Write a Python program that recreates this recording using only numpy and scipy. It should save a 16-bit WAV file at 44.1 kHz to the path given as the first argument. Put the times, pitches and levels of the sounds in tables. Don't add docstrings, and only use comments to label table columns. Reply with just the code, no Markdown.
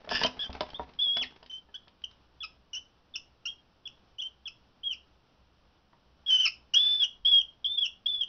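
import sys
import numpy as np
from scipy import signal
from scipy.fft import rfft, irfft, next_fast_len
from scipy.io import wavfile

SR = 44100
rng = np.random.default_rng(int(sys.argv[2]) if len(sys.argv) > 2 else 0)


def master_out(mix):
    frames = np.transpose(np.atleast_2d(mix))
    ceiling = np.clip(frames, -1, 1)
    pcm = np.round(ceiling * 32767).astype(np.int16)
    wavfile.write(sys.argv[1], SR, pcm)


N = 365148
T = np.arange(N) / SR

# t/s, f/Hz, level/dB
SQUEAL_CURVES = [
    [(0.99, 3280, -30), (1.0, 3276, -27.5), (1.012, 3430, -29.5), (1.026, 3495, -24.5),
     (1.078, 3284, -28.5), (1.084, 3284, -28.5), (1.118, 3295, -30), (1.176, 3392, -28.5),
     (1.21, 3365, -28.5), (1.224, 2883, -31), (1.242, 2120, -40), (1.247, 2120, -41)],
    [(4.834, 3070, -41), (4.842, 3320, -36.5), (4.854, 3288, -37.5), (4.872, 3268, -30),
     (4.894, 3206, -38.5), (4.914, 3056, -30.5), (4.922, 2940, -36.5), (4.934, 2820, -36.5),
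     (4.94, 2575, -51), (4.944, 2500, -50)],
    [(6.263, 3200, -36), (6.271, 3350, -34), (6.295, 3258, -27), (6.305, 3052, -22.5), (6.363, 3065, -23.5),
     (6.379, 2913, -31), (6.409, 3110, -20.5), (6.421, 2900, -29), (6.447, 3070, -24.5),
     (6.465, 2364, -24.5), (6.471, 2387, -38), (6.483, 2750, -25)],
    [(6.738, 2944, -25.5), (6.746, 2760, -22), (6.758, 3280, -22.5), (6.774, 3292, -18), (6.784, 3440, -25),
     (6.834, 3474, -24), (6.94, 3514, -26.5), (6.994, 3510, -33.5), (7.004, 3434, -25),
     (7.034, 3260, -20.5), (7.042, 2970, -26.5), (7.056, 3080, -30)],
    [(7.25, 3220, -27), (7.26, 3236, -19.5), (7.27, 3396, -22), (7.284, 3353, -19), (7.312, 3426, -27),
     (7.318, 3370, -19), (7.34, 3263, -19), (7.378, 3281, -25), (7.388, 3210, -19.5), (7.408, 3204, -34),
     (7.414, 3147, -32), (7.419, 2908, -33.5)],
    [(7.645, 3422, -27), (7.653, 3144, -26.5), (7.665, 3400, -25), (7.679, 3480, -37), (7.733, 3556, -30.5),
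     (7.771, 3578, -38.5), (7.783, 3344, -23), (7.791, 3353, -22), (7.803, 3429, -35.5),
     (7.825, 3350, -22.5), (7.859, 2847, -35), (7.868, 2960, -25.5)],
    [(8.06, 3300, -28.5), (8.068, 3314, -21), (8.078, 3436, -36), (8.088, 3564, -27.5),
     (8.108, 3447, -33.5), (8.142, 3523, -31.5), (8.148, 3380, -28.5), (8.176, 3416, -34.5),
     (8.206, 3412, -37.5), (8.212, 3286, -23.5), (8.232, 3267, -33), (8.236, 3030, -24)],
]
SQUEAL_HOARSENESS = [.09, 0.017, .2, 0.18, 0.087, 0.066, 0.088]
# t/s, length/s, f/Hz, level/dB, hoarseness/0-1,
# catch delay/s, catch half-width/s, catch drop/Hz, catch gain/dB, crack/0-1
SQUEAK_CALLS = [ (0.232, .041, 3143, -27.5, 0.14, .039, 0.0085, 619.6, -8, 0.5),
                (.391, 0.076, 3425, -33.5, 0.58, 0.064, 0.017, 262, -6, 0.34),
                (.743, 0.031, 3580, -42, 0.13, 0.0026, .007, 258.3, 4.5, 0.1),
                (1.496, 0.093, 3104, -44, 0.22, 0.042, 0.015, 40, 3, 0.05),
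                (1.741, 0.028, 3378, -39, 0.21, 0.0075, 0.0055, 340, -3, 1),
                (2.038, 0.013, 3194, -29.5, 0.07, 0.011, .005, 280, -9.5, 0),
                (2.404, 0.051, 3453, -39, 0.08, .040, 0.015, 947, -1.5, 0.95),
                (2.731, 0.056, 3037, -36.5, 0.4, 0.024, 0.0084, 254, -4, 0.07),
                (3.138, 0.034, 3563, -42.5, 0.28, .024, 0.0088, 916, 7, 0.09),
                (3.453, 0.055, 3250, -37, 0.1, 0.012, 0.012, 442, 3, 0.37),
                (3.854, .026, 3430, -39, 0.11, 0.028, 0.0084, 783, -1, 0.2),
                (4.183, 0.027, 3360, -33, 0.08, 0.00086, .014, 325, -6.5, 0.1),
                (4.213, .063, 3105, -37.5, 0.08, 0.011, 0.0034, 218.5, 4, 0.13),
                (4.455, 0.032, 3465, -37, 0.14, 0.038, 0.021, 890, -3.5, 0.25)]
# f/Hz, width/Hz, level/dB
THROAT_FORMANTS = [(900, 1100, -11.5), (1640, 260, -2), (2467, 200, -4.5), (2860, 630, 2.5),
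                   (5050, 810, 1.5)]
# f/Hz, level/dB
OCTAVE_GAIN = [(4200, -13), (4900, -5.5), (5500, 1), (6000, -2.5), (6300, -10.5), (6700, -21.5)]
# t/s, peak level/dB, contact cutoff/Hz
BODY_BLOWS = [(.036, -62, 1500), (.075, -35.5, 1200), (.113, -23.5, 800), (.215, -20.5, 1425),
              (.247, -18, 1198), (0.495, -30.5, 190), (0.552, -48, 900), (0.608, -21, 900),
              (.795, -22, 700), (1.066, -44, 1100), (1.168, -31.5, 2960), (1.215, -38.5, 810),
              (1.427, -45, 1500), (1.688, -52.5, 2000), (1.874, -50, 2000), (5.931, -51.5, 1500)]
# f/Hz, level/dB, t60/s
TUB_MODES = [(67.4, -20, 0.27), (137, -15, 0.027), (196, -10.5, 0.071), (257, -11.5, .27),
             (331.2, -10, 0.043), (425, -6, 0.083), (562, -5, .05), (622, -4, 0.066), (726.4, 2, 0.045),
             (947, 4, .04), (1236, -3.5, 0.012), (1770, -6, 0.035)]
# t/s, peak level/dB
CLAW_HITS = [(.091, -28.5), (0.235, -12), (0.262, -23), (.445, -39), (0.529, -35), (.607, -19.5),
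             (.671, -48), (0.702, -40.5), (0.936, -49.5), (1.169, -21.5), (1.363, -49), (1.429, -40.5),
             (1.461, -43.5), (1.514, -43.5), (1.88, -47), (2.019, -49), (2.112, -47.5)]
# f/Hz, level/dB
CLAW_SPECTRUM = [(100, -7.5), (700, -5.5), (1500, 1.5), (2200, -1), (3200, 10), (4200, -2), (5200, 3.5),
                 (6500, -16)]
# t/s, hold/s, level/dB
COIL_HEAVES = [(0.108, .16, -45.5), (0.54, .04, -45.5), (0.798, .015, -51.5), (1.204, .015, -53)]
# f/Hz, level/dB
SLIDE_SPECTRUM = [(25, -4), (70, -1.5), (130, -3.5), (260, -4.5), (400, -6), (800, -4), (1500, -12),
                  (3000, -15.5), (5500, -23)]
# delay/s, level/dB
WALL_ECHOES = [(.0046, -14), (0.0128, -12.5), (0.0244, -18)]
# f/Hz, level/dB
ROOM_SPECTRUM = [(20, 1), (45, -5), (70, 1.5), (100, -4), (200, -5), (450, -10), (900, -10.5), (1400, -14),
                 (2100, -22), (3000, -16), (4200, -22.5), (5500, -21.5), (7000, -23)]
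# f/Hz, level/dB
HUM_LINES = [(62, -72.5), (119, -82.5)]
# t/s, level/dB
HAND_CURVE = [(7.1, -80), (7.24, -57), (7.36, -57), (7.5, -85.5), (8.0, -80.5), (8.1, -64), (8.28, -69.5)]
# f/Hz, level/dB
SMOOTHING_RESPONSE = [(20, 0.5), (5400, 0), (6000, -8.5), (6500, -25.5), (7200, -42.5), (8500, -50.5),
                      (9500, -55), (11500, -58.5), (14000, -60), (15500, -63)]


def rodent():
    air = throat_air()
    return screech(air) + squeaks(air) + squeals(air)


def squeals(air, pad_s=.002, gasp_drop_hz=125, gasp_lead_s=.008, gasp_half_s=.008):
    out = np.zeros(N)
    for curve, hoarse in zip(SQUEAL_CURVES, SQUEAL_HOARSENESS):
        s, hz, db = np.transpose(curve)
        span = slice(int((s.min() - pad_s) * SR), int((s.max() + pad_s) * SR))
        t = T[span]
        pitch_hz = np.interp(t, s, hz) - gasp_drop_hz * bump(t, s.max() - gasp_lead_s, gasp_half_s)
        cry = whistle(pitch_hz, np.interp(t, s, db), hoarse, air[span],
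                      crack=.13, octave_db=-18, air_db=-14.5, jitter=.027)
        add(out, t[0], cry)
    return out


def squeaks(air, scoop_hz=130, scoop_s=.0075):
    out = np.zeros(N)
    for s, length_s, hz, db, hoarse, catch_s, half_s, drop_hz, catch_db, crack in SQUEAK_CALLS:
        t = T[:int(length_s * SR)]
        catch = bump(t, catch_s, half_s, steepness=2.8)
        pitch_hz = hz - scoop_hz * np.exp(-t / scoop_s) - drop_hz * catch
        cry = whistle(pitch_hz, db + catch_db * catch, hoarse, air[int(s * SR):],
                      crack=crack, octave_db=-16, air_db=-13.5, jitter=.017)
        add(out, s, cry)
    return out


def whistle(hz, db, hoarse, air, crack, octave_db, air_db, jitter,
            onset_s=.015, clean_hz=3099, harsh_span_hz=918, strain_db=24, edge_s=.003):
    size = len(hz)
    t = T[:size]
    sag = np.maximum(clean_hz - hz, 0) / harsh_span_hz
    rasp = np.clip(hoarse + .14 * np.exp(-t / onset_s) + sag, 0, 1)
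    waver = (.004 + .04 * rasp ** 2) * wobble(size, hz=112)
    shake = jitter * rasp * wobble(size, hz=503)
    phase = 2 * np.pi * np.cumsum(hz * (1 + waver + shake)) / SR
    octave = undb(octave_db + strain_db * rasp + np.interp(2 * hz, *np.transpose(OCTAVE_GAIN)))
    smear_rad = .17 * wobble(size, hz=430)
    tone = np.sin(phase) + octave * np.sin(2 * phase + smear_rad)
    tone += crack * rasp ** 2 * (np.sin(phase / 2) + .55 * np.sin(3 * phase / 2))
    tone *= 1 + .05 * rasp * wobble(size, hz=448)
    leak = hoarse + .37 * (rasp - hoarse)
    effort_db = .33 * (db + 23)
    flutter_db = 3.5 * wobble(size, hz=200)
    turbulence = undb(air_db + effort_db + flutter_db) * leak * air[:size]
    gate = np.clip(np.minimum(t, t[-1] - t) / edge_s, 0, 1)
    return np.sqrt(2) * gate * undb(db) * (tone + turbulence)


def screech(air, hz=1740, jitter=.045, level_db=-35, tone_db=-3, air_db=-2):
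    phase = 2 * np.pi * np.cumsum(hz * (1 + jitter * wobble(N, hz=353))) / SR
    tone = np.sin(phase) + .5 * np.sin(2 * phase) + .5 * np.sin(3 * phase)
    surge_db = 6.5 * bump(T, centre_s=.156, half_s=.01485)
    effort = envelope(.109, hold_s=.12, attack_s=.0045, release_s=.0051) * undb(level_db + surge_db)
    flutter = 1 + .39 * wobble(N, hz=156)
    return effort * (undb(tone_db) * tone + undb(air_db) * air) * flutter


def throat_air():
    out = 0
    for hz, width_hz, db in THROAT_FORMANTS:
        b, a = signal.iirpeak(hz, hz / width_hz, SR)
        band = signal.lfilter(b, a, rng.standard_normal(N))
        out += undb(db) * signal.lfilter(b, a, band)
    return unit(out)


def body_knocks(rub_s=.0069, scatter_db=2, detune=.034):
    out, t = np.zeros(N), T[:SR // 2]
    for s, db, contact_hz in BODY_BLOWS:
        push = .3 * rng.standard_normal(len(t)) * np.exp(-t / rub_s)
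        push[0] += 2
        ring = 0
        for hz, mode_db, t60_s in TUB_MODES:
            share, shift = rng.standard_normal(2)
            decay = undb(mode_db + scatter_db * share - 60 * t / t60_s)
            ring += decay * np.cos(2 * np.pi * hz * (1 + detune * shift) * t)
        blow = lowpass(signal.fftconvolve(push, ring)[:len(t)], contact_hz)
        add(out, s, blow * undb(db) / np.abs(blow).max())
    return out


def claw_ticks(decay_s=.0037, tail_s=.0098, tail_db=-19):
    out, t = np.zeros(N), T[:SR // 10]
    for s, db in CLAW_HITS:
        decay = np.exp(-t / decay_s) + undb(tail_db) * np.exp(-t / tail_s)
        burst = decay * rng.standard_normal(len(t))
        tick = lowpass(colour(burst, CLAW_SPECTRUM), hz=6460, order=6)
        add(out, s, tick * undb(db) / np.abs(tick).max())
    return out


def scale_slide(catch_db=5.5, attack_s=.056, release_s=.13):
    friction = rng.standard_normal(N) * undb(catch_db * wobble(N, hz=60))
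    heaves = [undb(db) * envelope(s, hold_s, attack_s, release_s) for s, hold_s, db in COIL_HEAVES]
    return np.max(heaves, axis=0) * unit(colour(friction, SLIDE_SPECTRUM))


def room(x, t60_s=.25, wet_db=-15, build_s=.014):
    t = T[:SR // 2]
    tail = rng.standard_normal(len(t)) * undb(-60 * t / t60_s) * (1 - np.exp(-t / build_s))
    response = undb(wet_db) * tail / np.sqrt(np.sum(tail ** 2))
    response[0] += 1
    for delay_s, db in WALL_ECHOES:
        response[int(delay_s * SR)] += undb(db)
    return signal.fftconvolve(x, response)[:N]


def background(noise_db=-65, drift_db=.72):
    noise_gain = undb(noise_db + drift_db * wobble(N, hz=6.4))
    noise = noise_gain * unit(colour(rng.standard_normal(N), ROOM_SPECTRUM))
    hum = 0
    for hz, db in HUM_LINES:
        waver = 1 + .84 * wobble(N, hz=5)
        hum += undb(db) * unit(waver * np.sin(2 * np.pi * hz * T))
    hand_db = np.interp(T, *np.transpose(HAND_CURVE), left=-200, right=-200)
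    return noise + hum + undb(hand_db) * wobble(N, hz=45)


def undb(db):
    return 10 ** (np.asarray(db) / 20)


def unit(x):
    return x / np.sqrt(np.mean(x ** 2))


def colour(x, points):
    size = next_fast_len(len(x) + 2048)
    hz, db = np.transpose(points)
    bins_hz = np.maximum(np.fft.rfftfreq(size, 1 / SR), 1)
    gain = undb(np.interp(np.log(bins_hz), np.log(hz), db))
    return irfft(rfft(x, size) * gain, size)[:len(x)]


def lowpass(x, hz, order=2):
    return signal.sosfilt(signal.butter(order, hz, fs=SR, output="sos"), x)


def wobble(size, hz):
    return unit(lowpass(rng.standard_normal(size), hz))


def envelope(s, hold_s, attack_s, release_s):
    return np.exp(np.minimum(T - s, 0) / attack_s - np.maximum(T - s - hold_s, 0) / release_s)


def bump(t, centre_s, half_s, steepness=2):
    return np.exp(-np.abs((t - centre_s) / half_s) ** steepness)


def add(out, s, x):
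    i = int(s * SR)
    out[i:i + len(x)] += x[:max(N - i, 0)]


def scene():
    struggle = rodent() + body_knocks() + claw_ticks() + scale_slide()
    return (room(struggle) + background())[None]


def record(dry, input_hz=6100, sampling_hz=12000, hiss_db=-97, top_hz=15750):
    band = lowpass(dry[0], input_hz, order=12)
    mirrored = band * (1 + 2 * np.cos(2 * np.pi * sampling_hz * T))
    x = colour(mirrored, SMOOTHING_RESPONSE) + undb(hiss_db) * rng.standard_normal(N)
    return signal.sosfilt(signal.ellip(10, .2, 70, top_hz, fs=SR, output="sos"), x)[None]


dry = scene()
out = record(dry)
master_out(out)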